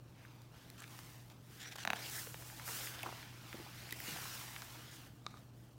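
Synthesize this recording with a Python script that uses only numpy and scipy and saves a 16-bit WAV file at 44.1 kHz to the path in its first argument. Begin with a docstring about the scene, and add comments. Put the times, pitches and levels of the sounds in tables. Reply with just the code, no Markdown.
"""Turning a paperback page

A hand turns one glossy page of a thin book on a table, close by, in a quiet room with a faint hum.
Fingers stick and slip to the corner, page edges snap off the thumb, and the sheet slides over, creases
ticking, and lands with a puff of air. The palm pats it flat and slides away; then a small stiff part
clicks. Rubbing is coloured noise with catches; snaps, ticks, pats and clicks are struck resonances."""
import sys
import numpy as np
from scipy import signal
from scipy.fft import rfft, irfft
from scipy.io import wavfile

SR = 44100
rng = np.random.default_rng(int(sys.argv[2]) if len(sys.argv) > 2 else 0)


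def dump(signal):
    """Clip the signal to [-1, 1] and save it as 16-bit WAV at the path in sys.argv[1]."""
    limited = np.clip(np.atleast_2d(signal).T, -1, 1)
    pcm = np.round(limited * 32767).astype(np.int16)
    wavfile.write(sys.argv[1], SR, pcm)


N = 254887
GRIP_S = 0.0061   # time to grip or let go
# modes of the small stiff part: f/Hz, width/Hz, level/dB
CLICK_MODES = [(400, 170, -8), (840, 400, -4), (1210, 130, 11.5), (2240, 210, -3), (3730, 310, 3),
               (4000, 210, -16)]


def from_db(db):
    """Decibels to gain."""
    return 10 ** (np.asarray(db) / 20)


def unit_rms(x):
    """Scale to rms 1."""
    return x / np.sqrt(np.mean(x ** 2) + 1e-20)


def butter(x, hz, kind, order=2):
    """Causal Butterworth filter."""
    return signal.sosfilt(signal.butter(order, np.clip(hz, 10, .45 * SR), kind, fs=SR, output="sos"), x)


def coloured(x, spectrum):
    """Shape by a (f/Hz, level/dB) curve; rms 1."""
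    hz, db = np.transpose(spectrum)
    bins_hz = np.maximum(np.arange(N // 2 + 1) * SR / N, 1)
    return unit_rms(irfft(rfft(x) * from_db(np.interp(np.log(bins_hz), np.log(hz), db)), N))


def drift(rate_hz):
    """Smooth random wander, rms about 1."""
    hop, warmup = 40, 2000
    r = np.exp(-2 * np.pi * rate_hz * hop / SR)
    slow = signal.lfilter([1], [1, -2 * r, r * r], rng.standard_normal(N // hop + warmup + 2))[warmup:]
    return np.interp(np.arange(N) / hop, np.arange(len(slow)), unit_rms(slow))


def swell(middle_s, half_s):
    """Rounded rise and fall."""
    return np.exp(-np.minimum(np.abs((np.arange(N) / SR - middle_s) / half_s), 4) ** 3)


def resonate(x, hz, width_hz):
    """Resonance with peak gain 1."""
    r = np.exp(-np.pi * width_hz / SR)
    feedback = [1, -2 * r * np.cos(2 * np.pi * hz / SR), r * r]
    return signal.lfilter(np.array([1, 0, -1]) * (1 - r * r) / 2, feedback, x)


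def add(track, at_s, peak_db, sound):
    """Mix in a short sound at a given peak level."""
    i = int(at_s * SR)
    track[i:i + len(sound)] += (from_db(peak_db) * sound / np.abs(sound).max())[:N - i]


def contact(scuff, t60_s, size=4096):
    """A sharp push, then a dying scuff of micro-contacts."""
    push = scuff * rng.standard_normal(size) * from_db(-60 * np.arange(size) / SR / t60_s)
    push[0] += 1
    return push


def disperse(x, corner_hz, stages):
    """Bending waves: the lows arrive after the highs."""
    a = np.exp(-2 * np.pi * corner_hz / SR)
    for _ in range(stages):
        x = signal.lfilter([-a, 1], [1, -a], x)
    return x


def struck(push, modes, tilt_db_per_decade, hollow=False):
    """Parallel modes, varied per blow; hollow ones start in step and cancel between their pitches."""
    out = np.zeros(len(push))
    for k, (hz, width_hz, db) in enumerate(modes):
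        sign = 1 if hollow else (-1) ** k
        tilt_db = tilt_db_per_decade * np.log10(hz / modes[2][0])
        out += sign * from_db(db + tilt_db + rng.normal(0, 0.38)) * resonate(push, hz, width_hz)
    return out


def friction(catches_per_s, catch_db, spread_db):
    """Countless fibres slipping, with single larger catches."""
    sizes = from_db(spread_db * np.minimum(rng.exponential(1, N), 2)) * rng.choice([-1, 1], N)
    catches = sizes * (rng.random(N) < catches_per_s / SR)
    return rng.standard_normal(N) + from_db(catch_db) * unit_rms(catches)


def background(hum_hz=120.3):
    """Wavering mains hum over ventilation rumble and faint hiss."""
    # ventilation spectrum: f/Hz, density/dB
    rumble_colour = [(30, -8), (45, -4.5), (75, -1), (140, 2), (200, -4), (310, -6), (420, -17),
                     (700, -46.5)]
    # room air spectrum: f/Hz, density/dB
    air_colour = [(18, -50), (30, -25), (64, 4), (90, 2), (103, -3), (124, 6), (145, -2), (287, -21),
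                  (319, -15.5), (364, -29.5), (486, -27), (554, -30), (600, -27.5), (649, -31.5),
                  (16000, -82)]
    # swell of hum and rumble: t/s, gain/dB
    hum_swell = [(0, -1.2), (3.2, 1.04), (5.78, -.4)]
    t = np.arange(N) / SR
    mains = from_db(.6 * drift(3)) * np.sin(2 * np.pi * hum_hz * t + .08 * drift(2))
    rumble = butter(coloured(rng.standard_normal(N), rumble_colour), 32, "high", order=4)
    air = butter(coloured(rng.standard_normal(N), air_colour), 314, "high", order=4)
    drone = from_db(-59) * unit_rms(mains) + from_db(-61) * rumble
    return drone * from_db(np.interp(t, *np.transpose(hum_swell))) + from_db(-69) * unit_rms(air)


def slide_levels(fade_db=21.5, sag_db_per_s=11.5, settle_s=4.3):
    """Flutter, scrape and hiss in dB: each slide swells, sags as it slows, and dies."""
    # hand or sheet sliding on paper; attack and release each span fade_db:
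    # start/s, end/s, attack/s, release/s, scrape/dB, hiss/dB re scrape, flutter/dB re scrape
    slides = [(0.227, 0.353, 0.27, 1, -66.5, -8.5, -5), (0.563, 0.736, 0.096, 0.55, -64.5, -5, 1),
              (0.917, 1.115, 0.24, 0.44, -60, -1, -6.5), (1.522, 1.583, 0.18, 0.076, -64, -0.5, -4),
              (1.592, 1.695, 0.068, 0.4, -59.5, -6.5, -22), (1.897, 1.99, 0.15, 0.11, -56.5, -15, 3),
              (2, 2.063, 0.071, 0.19, -51.5, -6, -9), (2.148, 2.182, 0.26, 0.31, -51.5, 6, -5.5),
              (2.41, 2.59, 0.41, 0.1, -63.5, 8, -2), (2.698, 2.871, 0.14, 0.15, -51, 5, -7),
              (2.93, 3.222, 1, 0.22, -52.5, -5.5, -4.5), (3.55, 3.78, 1, 0.44, -56.5, -5, -6.5),
              (3.807, 3.972, 0.14, 0.78, -56.5, -4, -7.5), (4.087, 4.427, 0.26, 1, -48.5, -0.5, -8),
              (4.73, 5.068, 0.99, 0.091, -58, -3.5, -4)]
    t = np.arange(N) / SR
    settled_db = -np.clip((t - settle_s) / GRIP_S, 0, 1)
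    restless_db = 1.8 * drift(6) + settled_db   # the hand is never quite still
    power = from_db(np.array([[-71], [-73], [-75]]) + restless_db) ** 2
    for start_s, end_s, attack_s, release_s, db, hiss_db, flutter_db in slides:
        fade = np.maximum(start_s - t, 0) / attack_s + np.maximum(t - end_s, 0) / release_s
        level = from_db(db - fade_db * np.minimum(fade, 10) - sag_db_per_s * np.maximum(t - start_s, 0))
        power += (level * from_db([[flutter_db], [0], [hiss_db]])) ** 2
    return 10 * np.log10(power)


def sliding(flutter_db, scrape_db, hiss_db):
    """Friction makes the sheet flutter, scrape, rasp and hiss; the contact pressure trembles."""
    # sliding paper spectrum: f/Hz, density/dB
    colour = [(150, -32), (250, -13), (303, 10), (336, 1.5), (452, 0), (560, -0.5), (640, 3), (802, 4),
              (1120, 0.5), (1530, 2), (4410, -5.5), (6140, -8), (9010, -10), (12500, -11), (14900, -8),
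              (16000, -11.5)]
    rub = coloured(friction(catches_per_s=900, catch_db=-6.5, spread_db=8), colour)
    flutter = from_db(flutter_db - 1.5 + 2 * drift(26)) * unit_rms(butter(rub, [350, 1100], "band", 3))
    scrape = from_db(scrape_db - 3.5 + 0.3 * drift(37)) * unit_rms(butter(rub, [1150, 2800], "band", 3))
    grain = coloured(friction(catches_per_s=900, catch_db=-4, spread_db=6), colour)
    rasp_db = scrape_db - 3.5 + 0.13 * (hiss_db - scrape_db)
    rasp = from_db(rasp_db + 1.08 * drift(35)) * unit_rms(butter(grain, [2700, 6300], "band", 3))
    hiss = from_db(hiss_db + 0.55 + 0.87 * drift(19)) * unit_rms(butter(rub, 5470, "high", 4))
    return flutter + scrape + rasp + hiss


def singing():
    """Stick-slip gathers in a page resonance that glides as the sheet bends; the stiff part rubs too."""
    # page resonances: middle/s, half length/s, f/Hz, glide/(octaves/s), width/f, level/dB
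    sings = [(0.22, .05, 1996, -0.5, 0.71, -68), (0.818, 0.038, 1450, 2.5, 0.36, -60),
             (1.657, 0.0073, 2050, 0, 0.28, -49.5), (1.669, .02, 5760, 0.5, 0.05, -55.5),
             (1.812, 0.018, 6000, 0, 0.074, -60), (2.04, 0.035, 4840, -3.5, 0.11, -56),
             (2.057, 0.014, 3090, -2, 0.24, -53.5), (2.178, 0.027, 1805, 2, 0.26, -52.5),
             (3.143, 0.22, 2830, 1, 0.072, -69), (4.099, 0.034, 2820, -0.5, 0.053, -53.5),
             (4.314, 0.068, 5420, 0, 0.18, -57.5)]
    t = np.arange(N) / SR
    slips = friction(catches_per_s=330, catch_db=-17, spread_db=10)
    part_rub = unit_rms(struck(slips, CLICK_MODES, tilt_db_per_decade=-5, hollow=True))
    out = from_db(-65.5) * swell(middle_s=5.316, half_s=0.078) * part_rub
    noise = rng.standard_normal((2, N))
    for middle_s, half_s, hz, octaves_per_s, rel_width, db in sings:
        octaves = octaves_per_s * np.clip(t - middle_s, -2 * half_s, 2 * half_s)
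        phase = 2 * np.pi * np.cumsum(hz * 2 ** octaves) / SR
        in_phase, quadrature = butter(noise, rel_width * hz / 2, "low")
        band = unit_rms(in_phase * np.cos(phase) + quadrature * np.sin(phase))
        out += from_db(db) * swell(middle_s, half_s) * band
    return out


def stray_ticks(scrape_db, count=36, centre_hz=2120, scatter_octaves=0.81, width_hz=1600, crisp_db=-4):
    """Rows of faint random ticks, as strong as the paper is being rubbed."""
    rows = []
    for when, strength, pitch in rng.random((count, 3)):
        peak_db = scrape_db[int(when * N)] + 4 + 6 * strength
        hz = centre_hz * 2 ** (scatter_octaves * (2 * pitch - 1))
        rows.append((when * N / SR, peak_db, hz, width_hz, crisp_db))
    return rows


def ticks(scrape_db, burst_s=0.00052):
    """A crease flips: one paper resonance plus a few ms of cracking fibres."""
    # creases and edge ticks: t/s, peak/dB, f/Hz, width/Hz, crackle/dB re tone
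    creases = [(0.251, -44.5, 1550, 700, -26), (0.418, -48.5, 3000, 3000, 10), (0.7009, -38, 1670, 3000, 6),
               (0.779, -53, 13500, 3000, 2), (.804, -39.5, 7900, 2000, -8), (.82, -39, 1340, 500, -1),
               (0.827, -48, 9500, 3000, -2), (.8355, -48, 7500, 2500, -7), (0.841, -40, 2160, 800, -7),
               (0.878, -43, 3900, 1500, 2), (0.99, -38, 1020, 1770, -5), (0.99, -46, 4360, 900, -10),
               (1.3, -46.5, 3020, 3000, -4), (1.674, -43, 5800, 1500, 2), (1.7569, -35, 850, 600, 0),
               (1.7845, -38.5, 820, 400, 1), (2.271, -40.5, 1480, 1790, -24),
               (2.3436, -35.5, 1600, 2160, -23), (2.424, -46, 1070, 1000, -23),
               (2.5, -41.5, 1520, 1000, -15), (2.597, -34.5, 1350, 900, -5), (2.678, -32, 1500, 1200, 4),
               (2.688, -38, 1580, 700, -12), (2.872, -34, 2140, 800, -22), (2.992, -35.5, 3160, 1800, -14),
               (3.008, -40, 3000, 1500, -16), (3.0311, -28.5, 2580, 500, -3),
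               (3.0333, -37.5, 2290, 350, -25), (3.229, -41, 1590, 1200, -12),
               (3.529, -34.5, 1740, 1790, -14), (3.891, -37.5, 1850, 1200, -5),
               (3.9086, -31.5, 3800, 905, 4), (3.9254, -30, 1950, 450, 1), (3.9237, -36, 3740, 700, -13),
               (3.9242, -27.5, 11600, 2500, 5), (4.0027, -36.5, 1840, 450, -12),
               (4.0028, -31, 15200, 2000, -22), (4.171, -38, 2500, 600, -14), (4.563, -31, 1590, 1990, -21),
               (4.62, -34, 4770, 3500, -19), (4.621, -37, 1200, 1100, -22.5)]
    out = np.zeros(N)
    age = np.arange(4096) / SR / burst_s
    for at_s, db, hz, width_hz, crisp_db in creases + stray_ticks(scrape_db):
        tone = resonate(contact(scuff=0.034, t60_s=0.048), hz, width_hz)
        tone = resonate(tone, hz, np.hypot(0.33 * hz, width_hz))
        crackle = butter(rng.standard_normal(len(age)) * age * np.exp(-age), 870, "high")
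        tick = tone / np.abs(tone).max() + from_db(crisp_db) * crackle / np.abs(crackle).max()
        add(out, at_s, db, disperse(tick, corner_hz=1400, stages=2))
    return out


def fingertips(split_hz=5200):
    """Skin sticks and slips on coated paper in short, grainy strokes."""
    # fingertip drags: start/s, end/s, level/dB, treble/dB
    strokes = [(0.78, 0.809, -59.5, 3), (0.814, 0.845, -57.5, -4), (1.299, 1.328, -66.5, -1),
               (1.599, 1.624, -53, 2), (1.625, 1.639, -50, 1), (1.644, 1.664, -55, -6),
               (1.667, 1.692, -52, -1), (1.711, 1.737, -52, -3), (1.756, 1.764, -49, 2),
               (1.777, 1.798, -50, -1), (1.8, 1.839, -50, -0.5), (1.956, 1.973, -48, -1.5),
               (4.911, 4.972, -65.5, 11), (5.275, 5.394, -72.5, 5)]
    # fingertip rasp spectrum: f/Hz, density/dB
    colour = [(350, -40), (750, 0), (1150, -16), (1550, 2.5), (2000, -1.5), (2600, 0.5), (3600, -1),
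              (4900, -6), (5900, -6), (7000, -6), (8200, -10.5), (9400, -12), (11000, -14.5), (16000, -17)]
    t, out = np.arange(N) / SR, np.zeros(N)
    rasp = coloured(friction(catches_per_s=1100, catch_db=-0.5, spread_db=3.5), colour)
    body = butter(rasp, split_hz, "low", order=3)
    treble = butter(rasp, split_hz, "high", order=3)
    for start_s, end_s, db, treble_db in strokes:
        pressure = np.clip(np.minimum(t - start_s, end_s - t) / GRIP_S + .5, 0, 1)
        out += from_db(db) * pressure * (body + from_db(treble_db) * treble)
    return out * from_db(1.9 * drift(110))


def snaps(top_hz=7200, bottom_hz=480, thump_hz=205):
    """A freed edge whips the sheet: a dry falling crack, a thump as the book nods, a trace of crackle."""
    # edges leaving the thumb: t/s, peak/dB, tilt/(dB/decade), crackle/dB re peak
    releases = [(1.8506, -24.5, -3, -14.5), (1.8746, -21, -2.5, -19), (1.9026, -19.5, -2, -16.5),
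                (1.9321, -22.5, -9.5, -16)]
    # modes of the bent sheet: f/Hz, width/Hz, level/dB
    sheet_modes = [(727, 165, -1), (1600, 410, 1), (2640, 330, 0), (3800, 250, -2.5), (6350, 660, -12.5)]
    out = np.zeros(N)
    for at_s, db, tilt, crackle_db in releases:
        push = contact(scuff=.06, t60_s=.006)
        whip = butter(struck(push, sheet_modes, tilt), top_hz, "low", order=6)
        whip = butter(whip, bottom_hz, "high", order=3)
        add(out, at_s, db, disperse(whip, corner_hz=1270, stages=5))
        nod = resonate(push, thump_hz, width_hz=53)
        add(out, at_s, db - 25, resonate(nod, thump_hz, width_hz=thump_hz))
        fibres = contact(scuff=1, t60_s=.03)
        add(out, at_s, db + crackle_db, butter(fibres, 4700, "high"))
    return out


def puffs():
    """Escaping air flaps the sheet in a soft, dull rush."""
    # air from under the sheet: middle/s, half length/s, low/Hz, high/Hz, level/dB
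    rushes = [(1.987, 0.028, 455, 1190, -55.5), (2.688, 0.014, 500, 1700, -48),
              (2.8, 0.14, 161, 514, -64.5), (3.064, 0.0033, 740, 1250, -41.5),
              (3.071, .033, 260, 1230, -51.5), (4.14, 0.11, 150, 330, -65)]
    air = rng.standard_normal(N)
    return sum(from_db(db) * swell(middle_s, half_s) * unit_rms(butter(air, [low_hz, high_hz], "band", 3))
               for middle_s, half_s, low_hz, high_hz, db in rushes)


def pats():
    """Soft contacts push out air in a dull, damped note; the book thumps on the table."""
    # page and hand landing on the book: t/s, peak/dB, f/Hz, t60/s
    landings = [(2.2718, -47, 503, 0.02), (2.3442, -44.5, 675, 0.015), (2.693, -47, 473, 0.047),
                (3.035, -40, 770, 0.03), (3.061, -33.5, 940, 0.028), (3.09, -42, 900, 0.023),
                (3.1265, -38.5, 950, 0.006), (3.5438, -40, 328, 0.05), (3.583, -48, 400, 0.028),
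                (3.592, -45, 330, 0.13), (3.664, -48, 800, .012), (3.926, -48, 330, 0.031),
                (4.081, -43.5, 284, 0.058), (4.117, -46, 156, 0.18), (4.162, -41.5, 780, 0.016),
                (4.185, -47, 720, 0.014), (4.255, -42.5, 940, 0.05)]
    out = np.zeros(N)
    for at_s, db, hz, t60_s in landings:
        note = resonate(contact(scuff=0.12, t60_s=t60_s), hz, width_hz=0.6 * hz)
        note = resonate(note, hz, width_hz=hz)
        add(out, at_s, db, butter(note, 0.79 * hz, "low"))
        thump = resonate(note, hz=171, width_hz=260)
        add(out, at_s, db - 10.5, thump)
    return out


def clicks():
    """A small stiff part rings hollowly for a few ms; a soft contact stirs only its lower modes."""
    # hard click and after-touches: t/s, peak/dB, low-pass/Hz
    touches = [(5.2653, -27.5, 7000), (5.3409, -43, 1300), (5.372, -48, 5000)]
    out = np.zeros(N)
    for at_s, db, top_hz in touches:
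        ring = struck(contact(scuff=.06, t60_s=.008), CLICK_MODES, tilt_db_per_decade=0, hollow=True)
        add(out, at_s, db, disperse(butter(ring, top_hz, "low"), corner_hz=2000, stages=3))
    return out


def table_echo(x, delay_s=.0007, echo_db=-11):
    """Direct sound plus its reflection off the table; the delay wanders as hand and sheet move."""
    n, gain = np.arange(N), from_db(echo_db)
    delay_samples = delay_s * SR * np.exp(.3 * drift(2.1))
    return (x + gain * np.interp(n - delay_samples, n, x)) / np.hypot(1, gain)


def room(x, t60_s=0.38, level_db=-22.5, wall_cut_hz=4500):
    """Short, dull, diffuse tail from the walls."""
    t = np.arange(SR // 2) / SR
    decay = from_db(-60 * t / t60_s) * (t > .004)
    tail = butter(rng.standard_normal(len(t)) * decay, wall_cut_hz, "low")
    return from_db(level_db) * signal.fftconvolve(x, tail / np.linalg.norm(tail))[:N]


def scene():
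    """Book, room and background, alike in both channels."""
    flutter_db, scrape_db, hiss_db = slide_levels()
    rubbing = table_echo(sliding(flutter_db, scrape_db, hiss_db) + fingertips())
    book = rubbing + singing() + snaps() + ticks(scrape_db) + pats() + puffs() + clicks()
    return np.tile(book + room(book) + background(), (2, 1))


def record(dry):
    """Steep low-pass."""
    cutoff_hz = 15950
    return signal.sosfilt(signal.ellip(12, .1, 80, cutoff_hz, fs=SR, output="sos"), dry)


dry = scene()
out = record(dry)
dump(out)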